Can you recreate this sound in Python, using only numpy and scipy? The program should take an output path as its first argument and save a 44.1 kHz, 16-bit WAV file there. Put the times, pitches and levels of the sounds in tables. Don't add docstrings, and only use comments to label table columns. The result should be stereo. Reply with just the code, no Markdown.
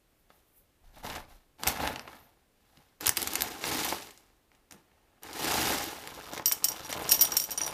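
import sys
import numpy as np
from scipy import signal
from scipy.fft import rfft, irfft, next_fast_len
from scipy.io import wavfile
from scipy.ndimage import uniform_filter1d

SR = 44100
rng = np.random.default_rng(int(sys.argv[2]) if len(sys.argv) > 2 else 0)


def dump(signal):
    limited = np.clip(np.atleast_2d(signal).T, -1, 1)
    pcm = np.round(limited * 32767).astype(np.int16)
    wavfile.write(sys.argv[1], SR, pcm)


N = 340893
TIME = np.arange(N) / SR
EDGE_HZ = 15150

# frequency in Hz, relative density in dB per Hz.
HUSH_COLOUR = [(12, -30.5), (20, -0.5), (54, -2), (174, -11.5), (302, -10.5), (587, -14), (865, -18),
               (940, -20), (1110, -17.5), (1270, -20), (2620, -21), (6010, -26.5), (15000, -26.5)]
HUSH_DB = -67
# frequency in Hz, t60 in s.
ROOM_T60 = [(150, 0.43), (1000, 0.41), (4000, 0.26), (14000, 0.18)]
# time of the peak in s, peak level in dB.
BRUSH_STROKES = [(.11, -76), (.2, -68.5), (.36, -63), (.48, -69), (.58, -54.5)]
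BRUSH_DB_PER_S = 271

# start in s, rise in s, hold in s.
LIFT_TIMES = (0.81, .03, .48)
LIFT_DB, LIFT_DB_PER_S = -53, 141.5
# start in s, level in dB before the decay, centre in Hz, t60 in s.
THUDS = [(1.675, -35, 110, 0.14), (1.677, -39, 754, 0.29), (2.775, -57, 170, 0.17),
         (3.078, -37.5, 103.6, 0.15), (3.926, -31, 380, 0.061), (4.723, -55.5, 199, 0.34)]
# time in s, pitch in Hz, level in dB.
SQUEAK_GLIDE = [(1.97, 12000, -69), (2.02, 12500, -64), (2.13, 12000, -78), (2.2, 13300, -65),
                (2.25, 13600, -63), (2.29, 12100, -72), (2.341, 10770, -91)]
SQUEAK_SECOND = 0.85

# frequency in Hz, relative density in dB per Hz.
BOX_COLOUR = [(24, -45), (40, -12), (86, -4), (173, -8.5), (257, -6.5), (329, -12), (784, -4.5),
              (1080, -12), (1730, -12.5), (3070, -16), (3740, -14), (8480, -22), (12900, -16), (15000, -25)]
BAG_COLOUR = [(24, -53), (40, -16.5), (76, -6), (177, -10), (255, -4), (401, -1.5), (478, -6), (693, -6.5),
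              (765, -3), (1080, -8.5), (2060, -10), (2280, -10.5), (5040, -11.5), (8910, -13.5),
              (12900, -14), (15000, -19)]
LIP_COLOUR = [(24, -46), (40, -7.5), (113, -3), (251, -4.5), (392, -1), (676, -0.5), (1030, -1.5),
              (1870, -11), (2390, -12), (3930, -13), (7130, -15), (8480, -19.5), (13300, -18), (15000, -26)]
# start in s, rise in s, hold in s, level of the tumbling in dB, settling in dB per s,
# film rustle relative to the tumbling in dB (both levels before the balance of the container).
SHIFTS = [(0.289, 0.0084, 0.016, -71, 100, 3), (0.823, 0.015, .08, -71.5, 81, -0.5),
          (0.929, .03, .03, -54.5, 130, -4), (1.024, 0.023, .12, -41, 283, -5),
          (1.26, .04, 0.034, -61, 161.5, -0.5), (1.578, 0.087, 0.1, -40.5, 107, -5),
          (1.666, 0.0083, 0.0082, -35, 380, 6.5), (1.787, 0.02, 0.042, -32, 127, -8.5),
          (2.06, 0.023, 0.058, -55.5, 94, -3), (2.512, 0.27, 0.034, -68, 71.5, 0),
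          (3.003, 0.0064, 0.085, -41, 218, -0.5), (3.153, 0.015, 0.15, -41, 120, 3),
          (3.316, 0.038, 0.12, -40.5, 53, 1.5), (3.602, 0.066, .22, -36.5, 109, 6),
          (4.501, .02, .03, -69, 108.5, -5), (4.703, 0.011, 0.012, -58, 138.5, -1.5),
          (4.797, 0.092, .33, -71, 80, -10.5), (5.216, 0.036, 0.132, -45.5, 80, -2),
          (5.315, 0.19, 0.2, -31.5, 61.5, 3.5), (5.99, 0.091, 0.23, -49, 86, 1),
          (6.287, 0.048, 0.029, -42, 223, 2.5), (6.451, 0.031, 0.0255, -48, 75.5, 2),
          (6.605, 0.027, 0.21, -47.5, 80, 2), (6.851, 0.049, 0.31, -41.5, 60, 2.5),
          (7.281, 0.023, .03, -46, 117, 8), (7.47, 0.026, 0.033, -47, 301.5, 4.5),
          (7.566, 0.014, 0.17, -44.5, 86, 2)]
STRAGGLERS, FILM_STRAGGLERS, STRAGGLER_PACE = 0.13, 0.03, 0.51
# from s, to s
IN_BOX, IN_BAG, AT_LIP = (0, 2.95), (2.95, 5.95), (5.95, 8)

# start in s, level in dB, centre in Hz, t60 in s.
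SNAPS = [(0.3031, -51.5, 870, 0.048), (1.0648, -40, 2180, 0.04), (1.0997, -34, 2500, 0.031),
         (1.1523, -36.5, 3200, 0.054), (1.1599, -35, 930, 0.031), (1.6348, -26.5, 3000, 0.0092),
         (1.668, -26, 1310, 0.06), (1.6743, -15.5, 7300, 0.012), (1.6832, -23, 6420.0, 0.031),
         (1.875, -26.5, 1530, 0.0079), (1.9597, -32.5, 1280, 0.014), (1.9951, -35.5, 1840, 0.004),
         (2.0767, -38.5, 870.0, 0.042), (2.1297, -46.5, 1097, 0.053), (2.773, -53, 2230, 0.011),
         (3.0092, -30.5, 6540, 0.018), (3.0592, -25.5, 2620, 0.036), (3.0682, -17.5, 8100, 0.011),
         (3.0764, -23.5, 4500, 0.017), (3.0793, -21.5, 3460, 0.016), (3.0931, -15.5, 5900, 0.003),
         (3.1703, -21.5, 8100, 0.009), (3.1737, -19.5, 6740, 0.014), (3.2003, -32.5, 8000, 0.012),
         (3.218, -25.5, 11500, 0.009), (3.228, -24, 7610.0, 0.0136), (3.2737, -26, 3970, 0.0234),
         (3.3345, -27, 12270.0, 0.008), (3.3551, -21.5, 4400, 0.02), (3.4081, -25, 5170.0, 0.011),
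         (3.4208, -17.5, 7400, 0.0046), (3.6403, -26.5, 2070, 0.012), (3.9254, -25.5, 700, 0.017),
         (4.108, -44, 4200, 0.0078), (4.176, -46, 8040, 0.004), (4.517, -57.5, 1073, 0.016),
         (4.5497, -60, 2803, 0.014), (4.7106, -44, 4130, 0.0082), (4.7231, -40, 5730, 0.0061),
         (5.2338, -39, 5000, 0.0054), (5.3307, -35, 6120.0, 0.012), (5.482, -32, 1730, 0.015),
         (5.7316, -31, 975, 0.036), (6.0745, -34.5, 5500, 0.0038), (6.2109, -44, 1580, 0.013),
         (6.335, -35, 5200, 0.0056), (6.3768, -33, 2100, 0.026), (6.3966, -32, 590, 0.028),
         (6.515, -27.5, 2600, 0.0093), (6.9271, -27.5, 2370, 0.027), (7.2541, -26, 7440, 0.0056),
         (7.6085, -34, 1130, 0.019), (7.6782, -33.5, 3810.0, 0.008)]
STRAY_PER_S, STRAY_DB, STRAY_SPREAD_DB, STRAY_HZ, STRAY_T60_S = 18, 0.5, 2.5, (650, 8900), 0.01

# start in s, strength in dB, hardness of the contact in dB,
# place from 0 (spoon) to 1 (glass), first hop in s.
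LANDINGS = [(6.458, -17.5, 0, 0.19, 0.021), (6.5209, -24.5, 7.5, 0.12, 0.0055), (6.643, -15, 0, 0, .0417),
            (6.847, -36, -5, 0, 0.0064), (6.915, -34, -17, 0.11, 0.0095), (7.092, -24, 4, 0.2, 0.016),
            (7.1129, -21, 2.5, 0.83, 0.0049), (7.119, -15, 2, 0.29, .0245), (7.193, -24.5, -8.5, 0, 0.0105),
            (7.2098, -18, 5.5, .2, 0.012), (7.2208, -17.5, -1, 0.665, 0.027),
            (7.319, -25.5, -1, 0.11, 0.02), (7.368, -18.5, 4.5, .2, 0.031), (7.418, -34.5, 5, 1, .007),
            (7.439, -31.5, 4.5, 0.47, 0.0076), (7.507, -34, 5, .2, 0.0072),
            (7.5162, -32, 3.5, 0.56, 0.0073), (7.576, -23.5, -13, 0.72, 0.0047),
            (7.615, -24, -29, 0.67, .006), (7.634, -25.5, -25, 0.69, .01), (7.664, -29, -4, 1, 0.016)]
# frequency in Hz, relative level in dB, t60 in s.
SPOON_MODES = [(3040, -25, 0.12), (4660, -22, 0.058), (5620, -11, 0.059), (5540, -7, 0.047),
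               (5630, -18.5, 0.054), (5620, -12, 0.059), (6650, -22, 0.042), (7560, -34, .06),
               (9570, 5, 0.048), (10630, -12, 0.023), (11450, -13, 0.069), (13600, -14, 0.065),
               (13620, -2, 0.085), (13200, -13, .05), (13930, -10.5, 0.047)]
# lower border in Hz, upper border in Hz.
GROUP_BORDERS = [9000, 10200]
# lower limit in Hz, upper limit in Hz.
SEATED_RANGE = (5000, 6200)
HOP_RATIO, HOP_DB, HOP_SOFTER_DB = 0.8, -7.5, -3.5
CRACK_DB, CRACK_PER_HARDNESS, HIGH_DB, MIDDLE_DB, GLASS_DB = -5, 0.66, -1, -30, 24.5
CHATTER_S, CHATTER_AT_DB, CHATTER_POWER = 0.0037, -23.5, 0.53


def amp(db):
    return np.exp(np.asarray(db) * (np.log(10) / 20))


def unit(x):
    return x / np.sqrt(np.mean(x ** 2) + 1e-20)


def read(points, hz):
    f, value = np.transpose(points)
    return np.interp(np.log(hz + 1), np.log(f + 1), value)


def swell(s, db):
    return amp(np.interp(TIME, s, db, left=-140, right=-140))


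def shape(x, gain):
    size = next_fast_len(x.shape[-1])
    spectrum = rfft(x, size) * gain(np.fft.rfftfreq(size, 1 / SR))
    return irfft(spectrum, size)[..., :x.shape[-1]]


def bump(f, hz, q):
    return 1 / (1 + 1j * q * ((f + 1) / hz - hz / (f + 1)))


def add(mix, s, sound):
    part = mix[:, round(s * SR):][:, :sound.shape[1]]
    part += sound[:, :part.shape[1]]


def ports(x, lag):
    left = shape(x, lambda f: np.exp(-2j * np.pi * f * lag / SR))
    return np.array([left, x])


def diffuse(pair, alike_hz, alike=0.54):
    same = lambda f: alike / (1 + (f / alike_hz) ** 2)
    right = shape(pair[0], same) + shape(pair[1], lambda f: np.sqrt(1 - same(f) ** 2))
    return np.array([pair[0], right])


def hush():
    air = diffuse(rng.standard_normal((2, N)), 1400)
    return amp(HUSH_DB) * unit(shape(air, lambda f: amp(read(HUSH_COLOUR, f))))


def room(x, near_db=-9.5, near_t60=0.034, tail_db=-12):
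    t = np.arange(SR // 2) / SR
    taps = rng.standard_normal((2, len(t))) * (rng.random((2, len(t))) < 4000 / SR)
    hz, when, z = signal.stft(taps, SR, nperseg=256)
    fading = z * amp(-60 * when / read(ROOM_T60, hz)[:, None])
    tail = signal.istft(fading, SR, nperseg=256)[1][:, :len(t)] * (t > 0.006)
    near = rng.standard_normal((2, len(t))) * amp(-60 * t / near_t60) * (t > 0.001)
    both = amp(tail_db) * unit(tail) + amp(near_db) * unit(near)
    echo = diffuse(both, 2800, alike=0.93) / np.sqrt(len(t))
    return signal.fftconvolve(x, echo, axes=1)[:, :N]


def brush(hz=13000, q=1.87, right_db=-8):
    strokes = sum(amp(db - BRUSH_DB_PER_S * abs(TIME - s)) for s, db in BRUSH_STROKES)
    hiss = unit(shape(rng.standard_normal((2, N)), lambda f: bump(f, hz, q) ** 2))
    return hiss * strokes * amp([[0], [right_db]])


def push(start, rise, hold, db, settle, stragglers=0):
    t = TIME - start
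    fall_db = -settle * np.maximum(t - rise - hold, 0)
    settling = (1 - stragglers) * amp(fall_db) + stragglers * amp(STRAGGLER_PACE * fall_db)
    return amp(db) * np.clip(t / rise, 0, 1) * settling


def handling(lift_hz=28, thud_q=0.9):
    noise = diffuse(rng.standard_normal((2, N)), 60, alike=0.5)
    rumble = unit(shape(noise, lambda f: bump(f, lift_hz, 0.96) ** 2))
    out = rumble * push(*LIFT_TIMES, LIFT_DB, LIFT_DB_PER_S)
    t = np.arange(16384) / SR
    for s, db, hz, t60 in THUDS:
        body = unit(shape(rng.standard_normal(len(t)), lambda f: bump(f, hz, thud_q) ** 2))
        soft_onset = 1 - np.exp(-t / 0.0016)
        add(out, s, ports(body * amp(db - 60 * t / t60) * soft_onset, 0.87))
    return out


def squeak(waver=0.005, second_db=-9, flutter_db=5):
    s, hz, db = np.transpose(SQUEAK_GLIDE)
    unsteady = unit(uniform_filter1d(rng.standard_normal(N), size=30))
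    pitch = np.interp(TIME, s, hz) * (1 + waver * unsteady)
    phase = 2 * np.pi * np.cumsum(pitch) / SR
    grip = amp(flutter_db * unit(uniform_filter1d(rng.standard_normal(N), size=600)))
    whistles = np.sin(phase) + amp(second_db) * np.sin(SQUEAK_SECOND * phase)
    return ports(unit(grip * whistles) * swell(s, db), 0)


def motion(span):
    rows = [row for row in SHIFTS if span[0] <= row[0] < span[1]]
    tumble = sum(push(*movement, STRAGGLERS) ** 2 for *movement, _ in rows)
    rustle = sum((push(*movement, FILM_STRAGGLERS) * amp(film_db)) ** 2 for *movement, film_db in rows)
    return np.sqrt(tumble), np.sqrt(rustle)


def grains(per_s, spread_db, t60, lag, clump, count=24):
    t = np.arange(512) / SR
    surge = unit(shape(rng.standard_normal(N), lambda f: abs(bump(f, 25, 0.98)) ** 2))
    avalanche = np.exp(clump * surge)
    happens = rng.random(N) < per_s / SR * avalanche / avalanche.mean()
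    size = amp(spread_db * np.minimum(rng.exponential(1, N), 4)) * happens * rng.choice([-1, 1], N)
    kind = rng.integers(0, count, N)
    bursts = rng.standard_normal((count, len(t))) * amp(-60 * t / t60)
    ticks = []
    for burst, hz in zip(bursts, np.geomspace(500, 13000, count)):
        tick = unit(shape(burst, lambda f: 0.48 + bump(f, hz, 1.3)))
        ticks.append(ports(tick, lag + rng.normal(0, 0.9)))
    ticks = np.array(ticks)
    at = np.flatnonzero(size)
    places = (at[:, None] + np.arange(len(t))).ravel()
    sums = [np.bincount(places, (size[at, None] * ticks[kind[at], ear]).ravel(), N)[:N] for ear in range(2)]
    mean = np.sqrt((abs(rfft(ticks[:, 1])) ** 2).mean(0))
    return shape(np.array(sums), lambda f: 1 / np.interp(f, np.fft.rfftfreq(len(t), 1 / SR), mean))


def shifting(gains, colour, balls_per_s, film_per_s, spread_db, t60, film_t60, clump, ball_db, film_db, lag,
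             split_hz=2500):
    tumble, rustle = gains
    low = lambda f: 1 / np.sqrt(1 + (f / split_hz) ** 4)
    high = lambda f: np.sqrt(1 - low(f) ** 2)
    balls = grains(balls_per_s, spread_db, t60, lag, clump)
    balls = shape(balls, lambda f: amp(read(colour, f)) * low(f))
    film = grains(film_per_s, spread_db, film_t60, lag, clump)
    film = shape(film, lambda f: amp(read(colour, f)) * high(f))
    return unit(balls) * tumble * amp(ball_db) + unit(film) * rustle * amp(film_db)


def strays(tumble, rustle, split_hz=2500):
    rows = []
    for when, pitch, size, length in rng.random((round(STRAY_PER_S * N / SR), 4)):
        hz = STRAY_HZ[0] * (STRAY_HZ[1] / STRAY_HZ[0]) ** pitch
        load = (tumble if hz < split_hz else rustle)[int(when * N)]
        db = 20 * np.log10(load + 1e-9) + STRAY_DB + STRAY_SPREAD_DB * (2 * size - 1)
        rows.append((when * N / SR, db, hz, STRAY_T60_S * (0.5 + length)))
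    return rows


def snaps(rows, q=0.3, buckle_db=-2, buckle_t60=0.0024, sheet_db=-26, sheet_t60=0.052, lag=1, top=2.46,
          microphone_db=3, microphone_hz=12500):
    out, t = np.zeros((2, N)), np.arange(4096) / SR
    for s, db, hz, t60 in rows:
        buckle = amp(buckle_db - 60 * t / buckle_t60)
        sheet = amp(sheet_db - 60 * t / sheet_t60)
        fall = buckle + amp(-60 * t / t60) + sheet
        soft = lambda f: (f < EDGE_HZ) / np.sqrt(1 + (f / (top * hz)) ** 4)
        microphone = lambda f: 1 + amp(microphone_db) * bump(f, microphone_hz, 4.4)
        edge_and_burst = rng.choice([-1, 1], len(t)) * fall
        snap = shape(edge_and_burst, lambda f: bump(f, hz, q) * soft(f) * microphone(f))
        snap /= np.sqrt(np.mean(snap[:150] ** 2))
        add(out, s, amp(db) * ports(snap, lag + rng.normal(0, 0.66)) * (1 - t / t[-1]))
    return out


def hops(count=3):
    for s, db, hard, glass, hop in LANDINGS:
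        for k in range(count):
            crack = db + CRACK_DB + CRACK_PER_HARDNESS * hard
            chatter = CHATTER_S * amp(crack - CHATTER_AT_DB) ** CHATTER_POWER
            yield s, crack, db, db + MIDDLE_DB + GLASS_DB * glass, db + HIGH_DB + hard, chatter
            s += hop * HOP_RATIO ** k
            db, hard = db + HOP_DB, hard + HOP_SOFTER_DB


def landings(crack_db=-1, crack_hz=7500, crack_q=1.9, rattle_db=-21, rattle_t60=0.59, uneven_db=2,
             stiffen=0.0294, lifting_db=-26, wander=0.0029):
    out, t = np.zeros((2, N)), np.arange(8192) / SR
    for s, crack, low, middle, high, chatter in hops():
        contacts = rng.standard_normal(len(t)) * np.exp(rng.normal(0, 0.61, len(t)))
        blow = contacts * np.exp(-t / chatter)
        rattle = contacts * amp(rattle_db - 60 * t / rattle_t60)
        click = shape(blow + rattle, lambda f: bump(f, crack_hz, crack_q) * (f < EDGE_HZ))
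        click /= np.sqrt(np.mean(click[:150] ** 2))
        sound = amp(crack + crack_db) * ports(click, rng.normal(1, 1)) * (1 - t / t[-1])
        seated = 1 + stiffen * np.clip((lifting_db - crack) / 10, 0, 1)
        for hz, db, t60 in SPOON_MODES:
            seating = seated if SEATED_RANGE[0] < hz < SEATED_RANGE[1] else 1
            pitch = hz * seating * (1 + wander * rng.standard_normal())
            pole = amp(-60 / (t60 * SR)) * np.exp(2j * np.pi * pitch / SR)
            ring = signal.lfilter([1], [1, -pole], blow)
            ring /= abs(ring).max()
            strike = (low, middle, high)[np.searchsorted(GROUP_BORDERS, hz)] + rng.normal(0, uneven_db)
            turn = np.exp(1j * rng.normal(0, 1) * hz / 5500)
            sound = sound + amp(db + strike) * np.sqrt(2) * np.array([ring * turn, ring]).real
        add(out, s, sound)
    return out


def scene():
    in_box, in_bag, at_lip = motion(IN_BOX), motion(IN_BAG), motion(AT_LIP)
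    box = shifting(in_box, BOX_COLOUR, balls_per_s=1100, film_per_s=2200, spread_db=2, t60=0.016,
                   film_t60=0.01, clump=0.25, ball_db=-0.5, film_db=-1.5, lag=-0.39)
    bag = shifting(in_bag, BAG_COLOUR, balls_per_s=1300, film_per_s=2400, spread_db=1.5, t60=0.013,
                   film_t60=0.0036, clump=0.25, ball_db=-1.0, film_db=-1.5, lag=1.91)
    lip = shifting(at_lip, LIP_COLOUR, balls_per_s=450, film_per_s=500, spread_db=1.3, t60=0.016,
                   film_t60=0.003, clump=0.45, ball_db=0.0, film_db=-1, lag=2.87)
    tumble, rustle = np.sum([in_box, in_bag, at_lip], axis=0)
    creases = snaps(SNAPS + strays(tumble, rustle))
    port_balance = amp([[-1], [0.5]])
    direct = (box + bag + lip + creases + squeak()) * port_balance + landings()
    return hush() + room(direct) + brush() + handling() + direct


def record(dry):
    lowpass = signal.firwin(255, EDGE_HZ, window=("kaiser", 8), fs=SR)
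    return signal.oaconvolve(dry, lowpass[None], "same")


dry = scene()
out = record(dry)
dump(out)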